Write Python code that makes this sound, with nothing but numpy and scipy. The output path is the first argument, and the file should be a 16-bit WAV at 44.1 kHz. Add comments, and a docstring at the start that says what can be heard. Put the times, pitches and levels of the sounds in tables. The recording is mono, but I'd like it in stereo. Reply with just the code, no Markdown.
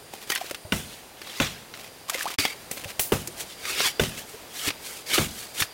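"""A narrow steel spade on a wooden shaft chops and scrapes into a wet mud bank beside a stream.
Each chop clanks the blade, thuds in the clay and shakes the shaft; grit rasps along the steel.
Flung clods slap on the heap or splash into the water, ringing bubbles, and crumbs patter down.
Behind it the stream murmurs and two insects sing thinly. Everything drops out once, for an instant."""
import sys
import numpy as np
from scipy import signal
from scipy.fft import rfft, irfft, next_fast_len
from scipy.io import wavfile
from scipy.ndimage import uniform_filter1d, map_coordinates

SR = 44100
rng = np.random.default_rng(int(sys.argv[2]) if len(sys.argv) > 2 else 0)


def to_wav(sig):
    """Store sig (one row per channel, or 1-D mono) as 16-bit WAV at the path in sys.argv[1].

    Samples outside -1..1 are clipped; the rate is SR.
    """
    pcm = np.clip(np.atleast_2d(sig), -1, 1) * 32767
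    pcm = np.round(pcm).astype(np.int16)
    wavfile.write(sys.argv[1], SR, pcm.T)  # frames by channels


N = 252693
T = np.arange(N) / SR
AGE = T[:SR // 2]  # seconds into a one-shot

# Levels in the cue tables are fader settings; each layer adds its own trim.
# Spade hits. Each row: start in seconds, clank, thud and shaft levels in dB, base pitch of the thud's
# sweep in Hz, pan in dB (left over right), rasp and grit levels of the slide into the clay in dB.
CHOPS = [(0.7216, -15.5, -15.5, -28, 253, -14, -34, -35.5), (1.4002, -14, -14, -29, 272, -15.5, -26, -37.5),
         (3.12, -22, -9.5, -26, 408, 7, -35, -35), (3.996, -11.5, -13.5, -24, 450, 4.5, -28.5, -33),
         (5.1789, -16.5, -13, -24.5, 393, 10, -43, -39)]
# Ringing modes. Each row: pitch in Hz, level in dB, time to fall 60 dB (t60) in seconds.
BLADE_MODES = [(663, -15.5, 0.09), (853, -14, 0.023), (1063, -7, 0.033), (1367, -6, 0.022),
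               (1472, 2.5, 0.026), (2043, -15.5, 0.16), (2370, -19.5, 0.14), (2700, 11, 0.0078),
               (2867, 7, 0.021), (3150, -4, 0.031), (3550, -3, 0.039), (5640, -11.5, 0.044)]  # steel damped by clay
SHAFT_MODES = [(47.7, -9, .16), (67, -4.5, 0.3), (101, -2, 0.27), (144.8, 1.5, 0.28), (217, 4.5, 0.11),
               (356, -8, 0.3)]  # the shaft and the ground under it
# The blade pushed through soil. Each row: moment of top speed, rise and fall in seconds,
# then rasp, grit and singing levels in dB.
STROKES = [(.94, 0.14, 0.13, -44.5, -53, -62), (1.391, 0.22, 0.021, -35, -43.5, -48),
           (2.394, 0.012, 0.14, -25, -31, -29), (3.408, 0.043, 0.027, -33.5, -33.5, -58),
           (3.52, 0.11, 0.063, -42, -48, -67), (3.701, 0.12, 0.1, -29.5, -36.5, -41),
           (3.796, 0.077, 0.11, -27, -35.5, -37.5), (3.866, 0.064, 0.051, -22, -29, -35),
           (4.19, 0.053, 0.057, -40, -42.5, -50), (4.29, 0.038, .16, -51, -47, -57),
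           (4.56, 0.07, 0.056, -38.5, -41.5, -65), (4.684, .12, 0.03, -26, -30, -38),
           (4.87, 0.075, .15, -40.5, -39, -52), (4.971, 0.057, 0.077, -44.5, -47.5, -70),
           (5.145, 0.08, 0.12, -21.5, -26.5, -29.5), (5.405, 0.23, 0.15, -40, -41.5, -62),
           (5.612, 0.066, 0.042, -26.5, -27.5, -43)]
# Resonances of the rubbed blade. Each row: centre in Hz, width in Hz, boost or cut in dB.
STEEL_RESONANCES = [(1320, 150, 2.5), (1680, 440, 5), (2010, 520, 4), (3240, 840, 4.5), (4700, 220, -10)]
# The free part of the blade sings when rubbed. Each row: pitch in Hz, level in dB.
SINGING_MODES = [(2230, 0), (4700, -1.5)]
# Soft knocks on earth. Each row: start in seconds, knock level in dB, its pitch in Hz, ground level in dB.
BUMPS = [(.65, -43, 620, -41), (2.386, -31.5, 287, -34.5), (2.855, -41.5, 570, -40.5),
         (2.995, -44, 402, -46), (3.28, -40.5, 343, -65), (4.34, -42, 450, -52), (4.674, -31.5, 288, -37),
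         (5.615, -49, 300, -35.5)]
# Wet slaps of clods and blade. Each row: start in seconds, then smack, body and spray levels in dB.
SLAPS = [(0.137, -34, -35, -35), (0.3009, -14, -30.5, -17), (0.3191, -15.5, -31.5, -19),
         (0.3506, -24, -50, -20), (0.3582, -12.5, -38, -27), (0.3758, -20, -59, -30),
         (0.51, -24.5, -29, -25.5), (0.5459, -21, -37, -29), (1.2164, -26.5, -40, -38),
         (1.272, -29, -38.5, -38), (1.4134, -37, -28.5, -46), (1.7387, -26, -55, -58),
         (2.097, -15.5, -41, -15.5), (2.1823, -25, -35, -43), (2.2089, -36, -53, -36),
         (2.2284, -28, -48, -22), (2.386, -10.5, -28.5, -20.5), (2.452, -10, -19.5, -46),
         (2.7125, -27, -27.5, -19), (2.8444, -24.5, -35, -32), (2.903, -29, -41, -35),
         (2.9948, -14, -25, -13), (3.2735, -29, -56, -20), (3.6524, -19, -42, -29),
         (3.803, -12, -20.5, -37), (4.036, -19, -26, -38), (4.177, -30, -39, -31), (4.687, -15, -40, -45),
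         (4.704, -17.5, -31, -48), (5.6029, -15.5, -49, -14.5), (5.6219, -8, -37, -34)]
# Churned water. Each row: start and end in seconds, opening level in dB.
SPLASHES = [(0.304, 0.379, -24.5), (2.093, 2.303, -37)]
# Big air pockets closing in the water. Each row: start in seconds, level in dB, opening pitch in Hz,
# rise in octaves per second, t60 in seconds.
BIG_BUBBLES = [(.136, -28, 750, 12, 0.026), (.32, -26, 1846, 3, 0.12), (.413, -16, 720, 5.4, 0.026),
               (.513, -20, 544, 8, 0.023), (2.144, -17.5, 2060, 2.6, 0.029), (2.15, -24, 498, 11, 0.045),
               (2.209, -18, 1700, 8, 0.017), (2.256, -19, 735, 42, 0.09)]
# Soil and drops coming down. Each row: start and length in seconds, patter and shower levels in dB.
FALLS = [(0.132, 0.2, -46.5, -63), (0.29, .2, -43.5, -32.5), (1.748, 0.13, -48.5, -67),
         (2.089, 0.33, -40, -55), (2.715, .2, -43.5, -34), (2.992, 0.6, -70, -19.5)]
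# The stream's fader ride. Each row: time in seconds, level in dB.
STREAM_LEVELS = [(0, -47), (2.35, -47), (2.4, -44), (4.4, -44), (5.73, -46)]
# The insects' fader ride. Each row: time in seconds, levels of the low and the high song in dB.
INSECT_LEVELS = [(0, -58, -60), (.9, -58, -55.5), (1.3, -69, -71), (2, -56.5, -62), (3.3, -57, -54),
                 (3.98, -49, -68), (4.3, -59, -67), (5.73, -50, -64)]
# Tone colours of the noise layers. Each row: frequency in Hz, relative level in dB.
CLANK_EQ = [(300, -10), (700, -27), (1500, 8), (3400, -1), (4300, -5), (9000, -10), (16000, -47)]
EARTH_EQ = [(20, -10), (50, 3), (130, 6.5), (220, 8.5), (330, -6), (700, -42)]
RASP_EQ = [(59, -55), (100, -9), (184, -15.5), (274, -9), (407, -3), (633, -7), (764, -8), (1920, -6),
           (2270, -3.5), (2520, -1.5), (4640, 0), (5260, 0.5), (15000, -10)]
GRIT_EQ = [(2500, -15.5), (6000, -0.5), (9000, 0.5), (16000, -5.5)]
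SMACK_EQ = [(400, -25.5), (1000, -2.5), (2000, 4), (3500, 1), (6000, -3), (10000, -69)]
MUD_EQ = [(60, -22), (200, -6), (450, 0.5), (800, -7), (1500, -10), (4000, -21)]
CHURN_EQ = [(300, -32), (700, 14), (1100, -1), (1850, -6.5), (2600, -4), (5000, 7), (9000, -26),
            (16000, -69)]
PATTER_EQ = [(250, -23), (600, -12.5), (2500, 3), (6000, -2.5), (16000, -9)]
SHOWER_EQ = [(1500, -22.5), (4000, -16), (9000, -9), (15000, -6)]
STREAM_EQ = [(15, -58), (25, -14.5), (123, -6.5), (190, -9), (734, -7.5), (840, -10), (1190, -12.5),
             (1940, -13), (4140, -14.5), (4870, -18), (5430, -17), (14800, -20.5)]
GURGLE_EQ = [(150, -10.5), (430, 1), (750, -1.5), (2000, -20)]
# Stereo width of the noise. Each row: frequency in Hz, likeness of left and right (1 is mono).
STEREO_LIKENESS = [(120, .998), (260, .98), (500, .94), (1000, .83), (2400, .68), (6000, .42), (15000, .27)]
# Placement of scrapes and flying mud. 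Each row: frequency in Hz, pan in dB (left over right).
SOIL_PAN = [(200, 5.5), (450, -1), (1200, -4.5), (2400, -6), (4400, -3.5), (15000, -3.5)]
# The tail off the bank and bushes. Each row: frequency in Hz, t60 in seconds.
BANK_DECAY = [(100, 0.6), (1000, 0.69), (4000, 0.31), (14000, 0.31)]


def chops():
    """The blade clanks, the clay gives way with a sinking thud, the shaft shudders on."""
    out = np.zeros((2, N))
    for start, clank_db, thud_db, shaft_db, thud_hz, pan_db, *_ in CHOPS:
        steel = ring(BLADE_MODES, attack=0.0024, scatter_db=2.5)
        clash = hiss(CLANK_EQ) * fade(t60=0.028, attack=0.0012)
        add(out, start, amp(clank_db) * (0.65 * steel + 0.8 * clash), pan_db)
        pitch = thud_hz * (0.585 + 0.46 * np.exp(-AGE / 0.02))
        thud = 2.54 * glide(pitch) * fade(t60=0.032, attack=0.0039)
        crush = 0.4 * hiss(MUD_EQ) * fade(t60=0.17, attack=0.00072)
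        add(out, start, amp(thud_db) * (thud + crush))
        grip = np.exp(0.0274 * rng.normal())  # hands and clay hold the shaft differently each time
        shudder = ring([(hz * grip, db, t60) for hz, db, t60 in SHAFT_MODES], attack=0.004)
        earth = 0.5 * hiss(EARTH_EQ) * fade(t60=0.57, attack=0.0035)
        add(out, start + 0.00604, amp(shaft_db - 0.5) * (shudder + earth))
    return out


def slide(start, delay=0.011, attack=0.0055, t60=0.47):
    """Envelope of the blade running on into the clay after a chop and slowing down."""
    age = np.maximum(T - start - delay, 0)
    return (1 - np.exp(-age / attack)) * np.exp(-np.log(1000) * age / t60)


def stroke(peak, rise, fall, swell_db=18.5, lift_s=0.0042):
    """Envelope of one push: the blade speeds up, slows and lifts off, in straight dB ramps."""
    from_peak = np.maximum((peak - T) / rise, (T - peak) / fall)
    lifted = np.maximum(np.maximum(peak - rise - T, T - peak - fall), 0)
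    return amp(-swell_db * from_peak) * np.exp(-lifted / lift_s)


def rubbed_steel(hz):
    """The blade's resonances as a filter, with the top end rolled off."""
    peaks = sum((amp(db) - 1) * 1j * hz * width / (centre ** 2 - hz ** 2 + 1j * hz * width)
                for centre, width, db in STEEL_RESONANCES)
    return (1 + peaks) / (1 + (hz / 7000) ** 4)


def scrapes():
    """Grit sticks and slips along the blade and sets the steel singing."""
    slide_rasp, slide_grit = sum(np.outer(amp([rasp_db, grit_db]), slide(start))
                                 for start, *_, rasp_db, grit_db in CHOPS)
    push_rasp, push_grit, push_sing = sum(np.outer(amp(levels), stroke(peak, rise, fall))
                                          for peak, rise, fall, *levels in STROKES)
    rasp = spread(grains(per_second=3500, scatter_db=2.5, bed=0.69), RASP_EQ)
    rasp = cavities(unit(filtered(rasp, rubbed_steel)), depth_db=4)
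    grit = amp(3.5) * spread(grains(per_second=3000, scatter_db=3.5, bed=0.64), GRIT_EQ)
    slips = flutter(110, depth_db=1.2)
    singing = sum(amp(db) * flutter(12, depth_db=2) * whistle(hz, width=130) for hz, db in SINGING_MODES)
    return slips * ((push_rasp + slide_rasp) * rasp + (push_grit + slide_grit) * grit + push_sing * singing)


def bumps(ground_hz=100):
    """Clods and blade land softly: a dull knock over a low answer from the ground."""
    out = np.zeros((2, N))
    tone = lambda hz: np.sin(2 * np.pi * hz * AGE) + 0.41 * np.sin(2 * np.pi * 1.4 * hz * AGE)
    for start, knock_db, knock_hz, ground_db in BUMPS:
        knock = amp(knock_db) * tone(knock_hz) + amp(ground_db) * tone(ground_hz)
        add(out, start, 3 * knock * fade(t60=0.078, attack=0.002))
    return out


def slap(smack_db, body_db, spray_db):
    """Wet mud lands: a sharp smack, a duller body and a flick of spray."""
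    smack = amp(smack_db - 6) * hiss(SMACK_EQ) * fade(t60=0.039, attack=0.00016)
    body = amp(body_db + 4) * hiss(MUD_EQ) * fade(t60=0.022, attack=0.00033)
    spray = amp(spray_db) * hiss(GRIT_EQ) * fade(t60=0.03, attack=0.00086)
    return smack + body + spray


def clods():
    """The big clods slap down one by one; four stray lumps land at random during each fall."""
    out = np.zeros((2, N))
    for start, *levels in SLAPS:
        add(out, start, slap(*levels))
    for start, length, patter_db, _ in FALLS:
        for when, weakness in rng.random(size=(4, 2)):
            db = patter_db + 12 - 8 * weakness
            add(out, start + when * length, slap(db, body_db=db - 5, spray_db=db - 3))
    return out * flutter(1200, depth_db=0.7)


def splashes(calming_db=13, linger_s=0.13):
    """Clods churn the water; big and small bubbles ring in it and go on popping a while."""
    out = np.zeros((2, N))
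    churn = cavities(hiss(CHURN_EQ, N), depth_db=12.5)
    for start, db, hz, rise, t60 in BIG_BUBBLES:
        add(out, start, amp(db) * bubble(hz, rise, t60))
    for start, end, db in SPLASHES:
        out += fader([(start, db), (end, db - calming_db)]) * churn
        for when, smallness, strength, side in rng.random(size=(34, 4)):
            hz = 900 * 5 ** smallness
            pop = amp(-47 + 10 * strength) * bubble(hz, rise=8.5, t60=45 / hz)
            add(out, start + when * (end + linger_s - start), pop, pan_db=8 * (side - 0.5))
    return out * flutter(400, depth_db=2.7)  # the moving water shakes the bubbles


def bubble(hz, rise, t60):
    """A bubble's pitch rises as it nears the surface, by two octaves at most."""
    pitch = hz * 2 ** np.minimum(rise * AGE, 2)
    return glide(pitch) * fade(t60, attack=0.0007)


def cavities(sound, depth_db):
    """Small cavities open and close in the mud, so short-lived resonances come and go."""
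    bands = signal.stft(sound, nperseg=512)[2]
    patches = uniform_filter1d(rng.standard_normal(bands.shape[1:]), size=3, axis=0)  # across pitch
    patches = uniform_filter1d(patches, size=5, axis=1)  # across time
    return unit(signal.istft(bands * amp(depth_db * unit(patches)), nperseg=512)[1][:, :N])


def crumbs():
    """Drops and crumbs patter down after a throw; the finest fall as a hissing shower."""
    out = np.zeros((2, N))
    patter = spread(grains(per_second=1400, scatter_db=3, bed=0.38), PATTER_EQ)
    patter = cavities(patter, depth_db=1) * flutter(70, depth_db=4.4)
    for start, length, patter_db, shower_db in FALLS:
        out += amp(1) * fader([(start, patter_db), (start + length, patter_db)]) * patter
        add(out, start, amp(shower_db + 3) * hiss(SHOWER_EQ) * fade(t60=0.29, attack=0.0073))
    return out


def stream():
    """Water murmurs along the bank, with a restless low gurgle inside it."""
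    murmur = hiss(STREAM_EQ, N) * flutter(10, depth_db=0.8)
    gurgle_db = -8.5 + 3 * np.clip(wobble(22.134), -2, 1.5)
    return fader(STREAM_LEVELS) * (murmur + amp(gurgle_db) * hiss(GURGLE_EQ, N))


def insects():
    """Two insects sing in the bushes, each a thin, wavering band of noise."""
    low, high = fader(INSECT_LEVELS) * [flutter(5.64, depth_db=1.5), flutter(3.9, depth_db=1.5)]
    return low * whistle(4780, width=220) + high * whistle(9150, width=450)


def bank_echo(sound):
    """The bank and the bushes scatter back a short tail, thin in the bass."""
    treble = filtered(sound, lambda hz: hz / (hz + 900))
    hz, age, bands = signal.stft(rng.standard_normal((2, SR // 2)), SR, nperseg=256)
    decay = np.exp(-np.log(1000) * age / along(BANK_DECAY, hz)[:, None])
    tail = signal.istft(bands * decay, SR, nperseg=256)[1]
    return signal.fftconvolve(treble, tail / np.linalg.norm(tail[0]), axes=1)[:, :N]


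def ring(modes, attack, scatter_db=0):
    """Struck, damped modes; scatter_db varies their strengths from hit to hit."""
    return sum(amp(db - scatter_db * rng.normal()) * fade(t60, attack)
               * np.sin(2 * np.pi * (hz * AGE + rng.random())) for hz, db, t60 in modes)


def glide(pitch):
    """A sine that follows a pitch curve in Hz."""
    return np.sin(2 * np.pi * np.cumsum(pitch) / SR)


def grains(per_second, scatter_db, bed):
    """Tiny random fractures of uneven size on a bed of noise."""
    clicks = (rng.random(N) < per_second / SR) * amp(scatter_db * np.clip(rng.standard_normal(N), -2, 2))
    return unit(clicks * rng.choice([-1, 1], (2, N))) + bed * rng.standard_normal((2, N))


def hiss(eq, samples=len(AGE)):
    """Coloured stereo noise of rms 1, one-shot length by default."""
    return spread(rng.standard_normal((2, samples)), eq)


def whistle(hz, width):
    """Stereo noise in one resonance, 10 dB down at width Hz to either side."""
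    return hiss([(hz / 2, -120), (hz - 4 * width, -30), (hz - width, -10), (hz, 0),
                 (hz + width, -10), (hz + 4 * width, -30), (2 * hz, -120)], N)


def spread(pair, eq):
    """Colour two unrelated signals into stereo of rms 1: centred bass, wide treble."""
    def mid_side(hz):
        angle = np.arccos(np.clip(along(STEREO_LIKENESS, hz), 0, 1)) / 2
        return amp(along(eq, hz)) * [np.cos(angle), np.sin(angle)]
    mid, side = filtered(pair, mid_side)
    return unit(np.array([mid + side, mid - side]))


def filtered(sound, response):
    """Shape a sound with a gain that depends on frequency."""
    size = sound.shape[-1]
    padded = next_fast_len(size + 8192)
    return irfft(rfft(sound, padded) * response(np.fft.rfftfreq(padded, 1 / SR)), padded)[..., :size]


def along(points, hz):
    """Read a curve on a log frequency axis."""
    knots, values = np.transpose(points)
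    return np.interp(np.log(hz + 1), np.log(knots + 1), values)


def fade(t60, attack):
    """One-shot envelope: a rise, then an exponential decay; times in seconds."""
    return np.exp(-np.log(1000) * AGE / t60) * (1 - np.exp(-AGE / attack))


def fader(rows):
    """A gain ride for each dB column, closing quickly outside its times."""
    times, *columns = np.transpose(rows)
    gate = np.interp(T, [times[0] - 0.012, times[0], times[-1], times[-1] + 0.02], [0, 1, 1, 0])
    return np.array([gate * amp(np.interp(T, times, db)) for db in columns])


def wobble(rate):
    """A smooth random curve, rate knots a second."""
    return map_coordinates(rng.standard_normal(int(N * rate / SR) + 4), [T * rate])


def flutter(rate, depth_db):
    """A gain that wavers at random around 1."""
    return amp(depth_db * wobble(rate))


def amp(db):
    """Decibels to gain."""
    return 10 ** (np.asarray(db) / 20)


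def unit(sound):
    """Scale to rms 1."""
    return sound / np.sqrt(np.mean(sound ** 2) + 1e-20)


def add(track, start, sound, pan_db=0):
    """Drop a one-shot in at start seconds; positive pan leans left."""
    i = max(round(start * SR), 0)
    track[:, i:i + len(AGE)] += (sound * amp([[pan_db / 2], [-pan_db / 2]]))[:, :N - i]


def scene():
    """Spade up front, the soil's mids and highs a little to the right, stream and insects behind."""
    soil = scrapes() + splashes() + crumbs() + clods()
    soil = filtered(soil, lambda hz: amp(np.outer([0.5, -0.5], along(SOIL_PAN, hz))))
    digging = chops() + bumps() + soil
    return digging + amp(-13) * bank_echo(digging) + stream() + insects()


def record(dry):
    """The mix drops out for an instant, and a steep cut removes the air above 16 kHz."""
    dropout = np.interp(T, [2.34, 2.363, 2.382, 2.384], [1, 0, 0, 1])
    return filtered(dry * dropout, lambda hz: 1 / (1 + (hz / 16000) ** 200))


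dry = scene()
out = record(dry)
to_wav(out)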